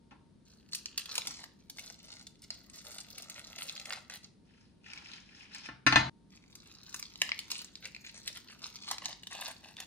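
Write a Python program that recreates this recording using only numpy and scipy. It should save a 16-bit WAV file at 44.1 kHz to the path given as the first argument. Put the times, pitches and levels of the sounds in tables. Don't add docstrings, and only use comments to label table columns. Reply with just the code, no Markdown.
import sys
import numpy as np
from scipy import signal
from scipy.fft import rfft, irfft
from scipy.io import wavfile
from scipy.ndimage import uniform_filter1d

SR = 44100
rng = np.random.default_rng(int(sys.argv[2]) if len(sys.argv) > 2 else 0)


def put_to_file(sound):
    columns = np.atleast_2d(sound).T
    safe = np.clip(columns, -1, 1)
    whole_steps = np.round(safe * 32767)
    wavfile.write(sys.argv[1], SR, whole_steps.astype(np.int16))


N = 434826
TIME = np.arange(N) / SR


def amp(db):
    return 10 ** (np.asarray(db) / 20)


def evened(x):
    return x / np.sqrt(np.mean(x ** 2) + 1e-20)


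def unit(x):
    return x / np.sqrt(np.mean(np.sum(x ** 2, -1)) + 1e-20)


def read(points, hz):
    f, value = np.transpose(points)
    return np.interp(np.log(hz + 1), np.log(f + 1), value)


def level_curve(points):
    return amp(np.interp(TIME, *np.transpose(points), left=-120, right=-120))


def add(mix, start_s, sound):
    part = mix[..., round(start_s * SR):][..., :sound.shape[-1]]
    part += sound[..., :part.shape[-1]]


def band(x, hz, kind, order=3):
    sos = signal.butter(order, min(hz, .49 * SR), kind, fs=SR, output="sos")
    return signal.sosfilt(sos, x)


def coloured(x, spectrum, size=2048):
    hz = abs(np.fft.fftfreq(size, 1 / SR))
    log_gain = np.log(amp(np.maximum(read(spectrum, hz), -80)))
    minimum_phase = np.exp(np.conj(signal.hilbert(log_gain)))
    taps = np.fft.ifft(minimum_phase).real[:size // 2]
    return signal.oaconvolve(x, taps)[:len(x)]


def facet(x, hz, q):
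    b, a = signal.iirpeak(min(hz, .4 * SR), max(q, .8), fs=SR)
    return signal.lfilter(b, a, x)


def crackle(per_s, spread_db, q, count=20):
    size = amp(spread_db * np.minimum(rng.exponential(1, N), 5)) * rng.choice([-1, 1], N)
    clicks = size * (rng.random(N) < per_s / SR)
    which = rng.integers(0, count, N)
    out = np.zeros(N)
    for k, hz in enumerate(np.geomspace(600, 15000, count)):
        out += facet(clicks * (which == k), hz, q) / np.sqrt(hz)
    power = uniform_filter1d(out ** 2, size=1500)
    return out / np.sqrt(np.maximum(power, 1e-12))


# f/Hz, correlation/1
PORT_LIKENESS = [(120, 0.84), (300, 0.47), (1500, 0.32)]


def paired(z, hz):
    same = np.clip(read(PORT_LIKENESS, hz), -1, 1)
    return np.array([z[0], same * z[0] + np.sqrt(1 - same ** 2) * z[1]])


# f/Hz, relative level/dB
AIR_SPECTRUM = [(26, -23.5), (48, -4.5), (130, -5.5), (200, -0.5), (340, -9.5), (550, -20.5), (800, -26.5),
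                (2600, -35), (4200, -31.5), (7100, -40), (10000, -35.5), (15000, -84)]
# f/Hz, rms level/dB
WHINES = [(920, -83)]


def room_tone(air_db=-62.5, waver_hz=2.5):
    hz = np.fft.rfftfreq(N, 1 / SR)
    z = paired(rfft(rng.standard_normal((2, N))), hz)
    air = evened(irfft(z * amp(read(AIR_SPECTRUM, hz)), N))
    whine = np.zeros((2, N))
    for f, db in WHINES:
        whine += amp(db) * evened(irfft(z / (1 + ((hz - f) / waver_hz) ** 2), N))
    return amp(air_db) * air * amp([[.6], [-.6]]) + whine


# t/s, relative level/dB, upper edge f/Hz
NUDGES = [(0.109, -29, 7240), (0.115, -24, 1150), (1.273, -21, 900)]
# f/Hz, relative level/dB
CLACK_SPECTRUM = [(30, -42), (60, -15.5), (290, -14), (420, -27), (900, -16.5), (1800, -16.5), (2700, -17),
                  (3250, -20.5), (3700, -17), (4400, -21.5), (6800, -30), (7600, -38), (9600, -37.5),
                  (12500, -73)]


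def nudges(decay_s=0.015):
    out, t = np.zeros(N), np.arange(4096) / SR
    for start_s, db, edge_hz in NUDGES:
        bump = coloured(rng.standard_normal(len(t)) * np.exp(-t / decay_s), CLACK_SPECTRUM)
        add(out, start_s, amp(db) * unit(band(bump, edge_hz, "low")))
    return out


def crinkles(per_s=170, spread_db=4.5, run_s=.00035, count=8):
    size = amp(spread_db * np.minimum(rng.exponential(1, N), 2.5))
    starts = size * (rng.random(N) < per_s / SR)
    decay = np.exp(-1 / (run_s * SR))
    runs = signal.lfilter([1], [1, -decay], starts + 1e-12) * rng.standard_normal(N)
    which = rng.integers(0, count, N)[np.cumsum(starts > 0)]
    out = np.zeros(N)
    for k, hz in enumerate(np.geomspace(1500, 14000, count)):
        out += facet(runs * (which == k) + 1e-12, hz, q=1.5)
    return evened(out)


def stroke(length_s, swell_share=0.1, ease_db=-0.5, release_s=0.0047):
    t = np.arange(0, length_s + 6 * release_s, 1 / SR)
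    swell = np.minimum(t / (swell_share * length_s), 1)
    hold = amp(ease_db * (np.minimum(t / length_s, 1) + 2.0))
    release = np.exp(-np.maximum(t - length_s, 0) / release_s)
    return swell * hold * release


# f/Hz, relative level/dB
FOIL_SPECTRUM = [(200, -29.5), (420, -15), (850, -16.5), (1300, -14.5), (2200, -8), (3200, -8.5),
                 (4200, -3.5), (5500, -7.5), (7500, -10.5), (10000, -16.5), (14000, -21), (16000, -30)]
# t/s, length/s, relative crackle level/dB, ring f/Hz,
# relative loose-flap body/dB, relative tearing sheen/dB
PULLS = [(0.448, 0.11, -66, 9000, -22, -17), (0.712, 0.076, -47.5, 5660, -40, 0),
         (0.971, 0.046, -46, 2830, -34, -4), (1.078, 0.11, -43.5, 4860, -10.5, -5.5),
         (1.248, 0.13, -45.5, 5770, -22, -9), (1.382, 0.075, -49.5, 4900, -9, -9),
         (1.756, 0.15, -53, 5040, -12, -1.5), (2.019, 0.21, -52, 4900, -14.5, -9),
         (2.419, 0.026, -50.5, 4950, -31, -7), (2.508, 0.042, -49, 5940, -21, -12),
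         (2.73, 0.081, -48, 6460, -21, -4.5), (2.835, 0.18, -48.5, 9150, -11, -5),
         (3.168, 0.035, -50.5, 9000, -9, -8), (3.353, 0.045, -47, 2530, -17, 2),
         (3.575, 0.15, -49.5, 2800, -20, 1.5), (3.79, 0.15, -62.5, 9000, -2.5, 6),
         (3.865, 0.12, -46.5, 2010, -5.5, -12), (4.099, 0.071, -45.5, 835, -16, -8),
         (4.229, 0.023, -50.5, 5300, -13, -13), (6.32, 0.055, -60.5, 810, -33, -33),
         (6.62, 0.11, -60.5, 3190, -23, -14), (6.864, 0.14, -54, 6300, -18, -9),
         (7.237, 0.065, -55, 800, -25, -20), (7.501, 0.019, -35.5, 4500, -26, -5.5),
         (7.522, 0.099, -42.5, 3060, -16.5, -6), (7.821, 0.059, -46.5, 2700, -13, -12),
         (8.04, 0.055, -45.5, 2900, -45, -21), (8.137, 0.045, -47.5, 8650, -19, -24),
         (8.255, 0.05, -45.5, 3300, -12, -6.5), (8.346, 0.032, -46, 2500, -8, -17),
         (8.484, 0.046, -50, 2100, -22, -10), (8.619, 0.057, -42.5, 3720, -13, -5),
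         (8.83, 0.059, -47.5, 4250, -30, -20), (8.871, 0.074, -40.5, 3900, -10.5, -12),
         (9.011, 0.12, -41.5, 930, -8.5, -17), (9.302, 0.11, -44, 3100, -7.5, -8.5),
         (9.405, 0.11, -41.5, 3000, -6.5, -6), (9.625, 0.1, -55, 3150, -5, -8),
         (9.774, 0.063, -47.5, 3560, -7.5, -5)]


def peeling(crackle_db=-1, body_db=-1, sheen_db=-1, skirt_db=-2, q=1.9, grip_db=-1.5):
    fine = evened(crackle(per_s=1900, spread_db=4.5, q=1.7))
    creases = crinkles()
    grains = coloured(fine + creases, FOIL_SPECTRUM)
    body = evened(band(grains, 1460, "low"))
    middle = evened(band(band(grains, 1550, "high"), 8900, "low", order=5))
    bright = coloured(fine + 2 * creases + 4 * crinkles(per_s=80), FOIL_SPECTRUM)
    sheen = evened(band(bright, 7800, "high", order=5))
    out = amp(grip_db) * grip(body)
    for start_s, length_s, db, hz, flap_db, tear_db in PULLS:
        first = round(start_s * SR)
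        envelope = stroke(length_s)[:N - first]
        now = first + np.arange(len(envelope))
        ring = evened(evened(facet(middle[now], hz, q)) + amp(skirt_db) * middle[now])
        layers = amp(crackle_db) * ring
        layers += amp(body_db + flap_db) * body[now]
        layers += amp(sheen_db + tear_db) * sheen[now]
        add(out, start_s, amp(db) * envelope * layers)
    return out


# t/s, relative rustle level/dB
GRIPS = [
    [(0.45, -69), (0.82, -62.5), (1.25, -47.5), (1.56, -78), (1.9, -58), (2.36, -71), (2.66, -57),
     (2.9, -55.5), (3.75, -46.5), (4.38, -89)],
    [(6.3, -66), (6.85, -57.5), (7.6, -56), (7.75, -63), (8.2, -56.5), (8.8, -53), (9.1, -71),
     (9.22, -63.5), (9.86, -62)],
]


def grip(body, hz=4300, skirt_db=2, body_db=-13.5, sheen_db=-6.5):
    hold = sum(level_curve(curve) for curve in GRIPS)
    grains = crinkles(per_s=170) + amp(-11) * rng.standard_normal(N)
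    ticks = evened(coloured(grains, FOIL_SPECTRUM))
    ring = evened(facet(ticks, hz, q=1.4))
    sheen = evened(band(ticks, 7800, "high", order=5))
    rustle = evened(ring + amp(skirt_db) * ticks)
    return hold * (rustle + amp(body_db) * body + amp(sheen_db) * sheen)


# t/s, relative level/dB, buckling facet f/Hz, relative sheen/dB
SNAPS = [(0.733, -26, 4000, -16), (0.749, -23, 2600, 3.5), (0.858, -26.5, 6300, -23),
         (0.978, -19.5, 2600, 5), (0.982, -25.5, 3570, -15), (0.994, -30, 2890, -1), (1.058, -33, 2900, -5),
         (1.155, -22.5, 2440, 1.5), (1.18, -19, 4600, -7.5), (1.182, -27, 710, -11), (1.272, -23, 5160, -8),
         (1.44, -36, 1500, -12), (1.699, -31.5, 3570, 0), (1.785, -34.5, 2460, -13),
         (1.794, -31.5, 2640, -4), (1.901, -36, 6130, -30), (2.127, -40, 4130, -22),
         (2.269, -35.5, 3700, -3), (2.505, -24, 4800, -26), (2.699, -41, 9200, -10),
         (2.985, -34, 3130, -15), (3.182, -31, 2650, 1), (3.223, -34, 4950, -1), (3.299, -30, 1740, 7),
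         (3.586, -32, 2390, -7), (3.621, -29.5, 2770, -32), (3.696, -27.5, 3430, -21),
         (3.763, -34.5, 2490, -13), (3.798, -33, 2600, -6), (3.856, -31.5, 2490, -4),
         (3.906, -28, 1620, -36), (3.925, -27.5, 1230, -9), (3.933, -28, 1990, -11),
         (4.099, -33.5, 1670, -11), (4.934, -34.5, 2470, -19), (4.976, -38, 2200, -31),
         (5.135, -39, 3500, -33), (5.548, -33.5, 2450, -3.5), (6.554, -37, 4400, -2), (6.944, -26, 1280, 1),
         (6.963, -35, 1330, 14), (6.996, -30, 7700, 0), (7.027, -29, 4700, -19), (7.157, -35.5, 3870, -25),
         (7.218, -12.5, 1850, -13), (7.292, -27, 1940, -21), (7.3182, -18.5, 2320, -41),
         (7.391, -24.5, 3000, -7), (7.504, -30, 2890, -5), (7.516, -22, 4300, -4), (7.646, -35, 8600, -1),
         (7.755, -33, 4400, -26), (7.855, -29.5, 2450, -13), (7.948, -35, 2300, -24),
         (7.964, -37, 2220, -25), (8.278, -23, 3000, -3.5), (8.372, -35, 2280, -5), (8.757, -35, 4500, -11),
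         (8.913, -20, 970, -3), (8.983, -30, 2350, -14), (9.057, -21.5, 6250, -21), (9.234, -36, 3140, -13),
         (9.271, -31.5, 3000, -9), (9.768, -38, 2800, -13), (9.803, -29.5, 6500, -7.5)]


def snaps(gain_db=17, sheen_db=4, skirt_db=-1, rise_s=0.001, run_s=0.0038, lead_s=0.0028,
          db_per_octave=45, db_per_doubling=17):
    out, t = np.zeros(N), np.arange(2048) / SR - lead_s
    for start_s, db, hz, sheen in SNAPS:
        stretch = 2 ** (min(sheen, 0) / db_per_doubling)
        run = np.exp(np.minimum(t / rise_s, -t / run_s) / stretch)
        buckles = rng.standard_normal(len(t)) * (rng.random(len(t)) < .2) * run
        buckles[run.argmax()] = 2.4
        sheet = coloured(buckles, FOIL_SPECTRUM)
        ring = unit(facet(sheet, hz, q=3.5)) + amp(skirt_db) * unit(sheet)
        edge_hz = max(8500 * 2 ** (sheen / db_per_octave), 1.79 * hz)
        ring = unit(band(ring, edge_hz, "low", order=4))
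        fizz = unit(band(sheet, 5700, "high"))
        snap = unit(ring + amp(sheen + sheen_db) * fizz)
        add(out, start_s + t[0], amp(db + gain_db) * snap)
    return out


# f/Hz, relative level/dB
BALLED_SPECTRUM = [(450, -27), (1000, -14), (2400, -6), (5200, -4), (7200, -13.5), (15000, -32.5)]
# t/s, relative crackle level/dB
SQUEEZE = [(4.45, -71), (4.62, -67), (4.8, -88), (4.86, -53.5), (4.944, -49.5), (5.024, -54),
           (5.142, -49.5), (5.246, -65), (5.432, -52), (5.482, -65), (5.554, -45.5), (5.63, -56),
           (5.66, -41.5), (5.7, -69)]
FIST_HZ = [1650, 2350, 3110, 3950, 5160]


def balling(fist_q=28, skirt_db=6):
    grains = coloured(crackle(per_s=2600, spread_db=4.2, q=4), BALLED_SPECTRUM)
    hollow = evened(sum(facet(grains, hz, fist_q) for hz in FIST_HZ))
    return level_curve(SQUEEZE) * evened(hollow + amp(skirt_db) * evened(grains))


# t/s, relative level/dB, nominal contact time/s, bowl's hollow-ring boost/dB
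KNOCKS = [(5.687, -29.5, 0.00035, -3), (5.865, -11, 0.000017, -12.5), (5.872, -14.5, 0.000019, -14.5),
          (5.924, -13, 0.00011, 3.5), (5.958, -6.5, 0.00011, 0)]
# f/Hz, relative level/dB, t60/s
PLATE_MODES = [(129, -14.5, .9), (275, -10, .2), (308, -10, .2), (667, -16, .15), (861, -8, .25),
               (892, -10, .5), (1075, -6, .14), (1330, -3.5, .16), (1361, -7, .2), (1421, -13, .42),
               (1761, 2, .13), (1796, -6, .3), (1954, -8, .15), (2040, -4.5, .24), (2478, -2, .16),
               (2690, -6, .16), (2885, -10, .22), (3570, -6, .14), (4045, -10, .2), (4936, -13, .25),
               (6150, -9.5, .18), (8080, -22, .3), (8330, -21, .1)]


def plate(boom_db=-15, boom_s=0.13, clack_db=16.5, ring_db=19, clack_s=0.0034, split=0.002,
          thud_hz=380, thud_db=-5, ring_stop_s=6.097):
    out, t = np.zeros((2, N)), np.arange(SR // 2) / SR
    for start_s, db, contact_s, bowl_db in KNOCKS:
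        ring = np.zeros((2, len(t)))
        for hz, mode_db, t60_s in PLATE_MODES:
            phase = rng.random() + min(hz / 8000, .3) * rng.standard_normal((2, 1))
            hollow_db = bowl_db * (600 < hz < 950)
            phase[1] -= .29 * (800 < hz < 950)
            decay = amp(mode_db + hollow_db - 60 * t / t60_s)
            for twin in rng.normal(1, split, 2):
                ring += decay * np.sin(2 * np.pi * (hz * twin * t + phase))
        burst = rng.standard_normal(len(t)) * np.exp(-t / clack_s)
        clack = unit(coloured(burst, CLACK_SPECTRUM))
        thud = band(clack, thud_hz, "low")
        upper = band(clack, thud_hz, "high")[None]
        paths = scatter(near_db=4.5, wet_db=-5.0)
        clatter = signal.fftconvolve(upper, paths, axes=1)[:, :len(t)]
        blow = amp(ring_db) * unit(ring)
        blow += amp(clack_db) * (unit(clatter) + amp(thud_db) * thud)
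        boom = rng.standard_normal(len(t)) * np.exp(-t / boom_s)
        boom = band(band(boom, 190, "low"), 60, "high")
        blow += amp(clack_db + boom_db) * unit(boom)
        add(out, start_s, amp(db) * band(blow, .5 / contact_s, "low", order=1))
    return out * np.clip((ring_stop_s - TIME) / 0.0005, 0, 1)


# t/s, delay/ms
TABLE_ECHO = [(1.1, 0.64), (1.8, 1.37), (4.2, 1.46), (6.9, 0.68), (7.25, 1.01), (7.9, 0.37), (8.3, 0.497),
              (8.95, .95), (9.5, 1.08)]


def table_echo(x, echo_db=-6, top_hz=3500):
    delay_s = np.interp(TIME, *np.transpose(TABLE_ECHO)) / 1000
    echo = np.interp(TIME - delay_s, TIME, x)
    return (x + amp(echo_db) * band(echo, top_hz, "low", order=1)) / np.hypot(1, amp(echo_db))


# f/Hz, t60/s
ROOM_DECAY = [(150, 0.54), (1000, 0.46), (4000, 0.38), (8000, 0.31), (15000, 0.15)]


def scatter(near_db, wet_db, lead_ms=.09, sway_ms=0.024, near_s=0.0046, apart=1.0):
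    t = np.arange(SR // 2) / SR
    paths = unit(rng.standard_normal((3, len(t))) * np.exp(-t / near_s))
    close = (t == 0) + amp(near_db) * (paths[2] + apart * paths[:2])
    lag_ms = abs(lead_ms + sway_ms * rng.standard_normal())
    close[1] = np.roll(close[1], round(lag_ms * SR / 1000))
    noise = rng.standard_normal((2, len(t))) * (t > .004)
    hz, at_s, z = signal.stft(noise, SR, nperseg=256)
    z = paired(z, hz[:, None]) * amp(-60 * at_s / read(ROOM_DECAY, hz)[:, None])
    tail = signal.istft(z, SR, nperseg=256)[1][:, :len(t)]
    return unit(unit(close) + amp(wet_db) * unit(tail))


def room(x, near_db, wet_db, size=6144):
    out = np.zeros((2, N))
    for start in range(0, N, size):
        stretch = x[None, start:start + size]
        if stretch.any():
            paths = scatter(near_db, wet_db)
            add(out, start / SR, signal.fftconvolve(stretch, paths, axes=1))
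    return out


def scene():
    foil = room(table_echo(snaps()), near_db=-9, wet_db=-12)
    foil += room(table_echo(peeling()), near_db=-6, wet_db=-11)
    aside = room(balling() + nudges(), near_db=3.5, wet_db=-8, size=N)
    hands = (foil + aside) * amp([[.2], [-.2]])
    return hands + plate() * amp([[1], [-1]]) + room_tone()


# f/Hz, q/1, depth/1
PORT_DIPS = [(7560, 14, 0.49), (11560, 6.8, 1)]


def record(dry, edge_hz=15900):
    ported = dry - sum(min(depth, 1) * facet(dry, hz, q) for hz, q, depth in PORT_DIPS)
    taps = signal.firwin(255, edge_hz, window=("kaiser", 9), fs=SR)
    return signal.oaconvolve(ported, taps[None], "same")


dry = scene()
out = record(dry)
put_to_file(out)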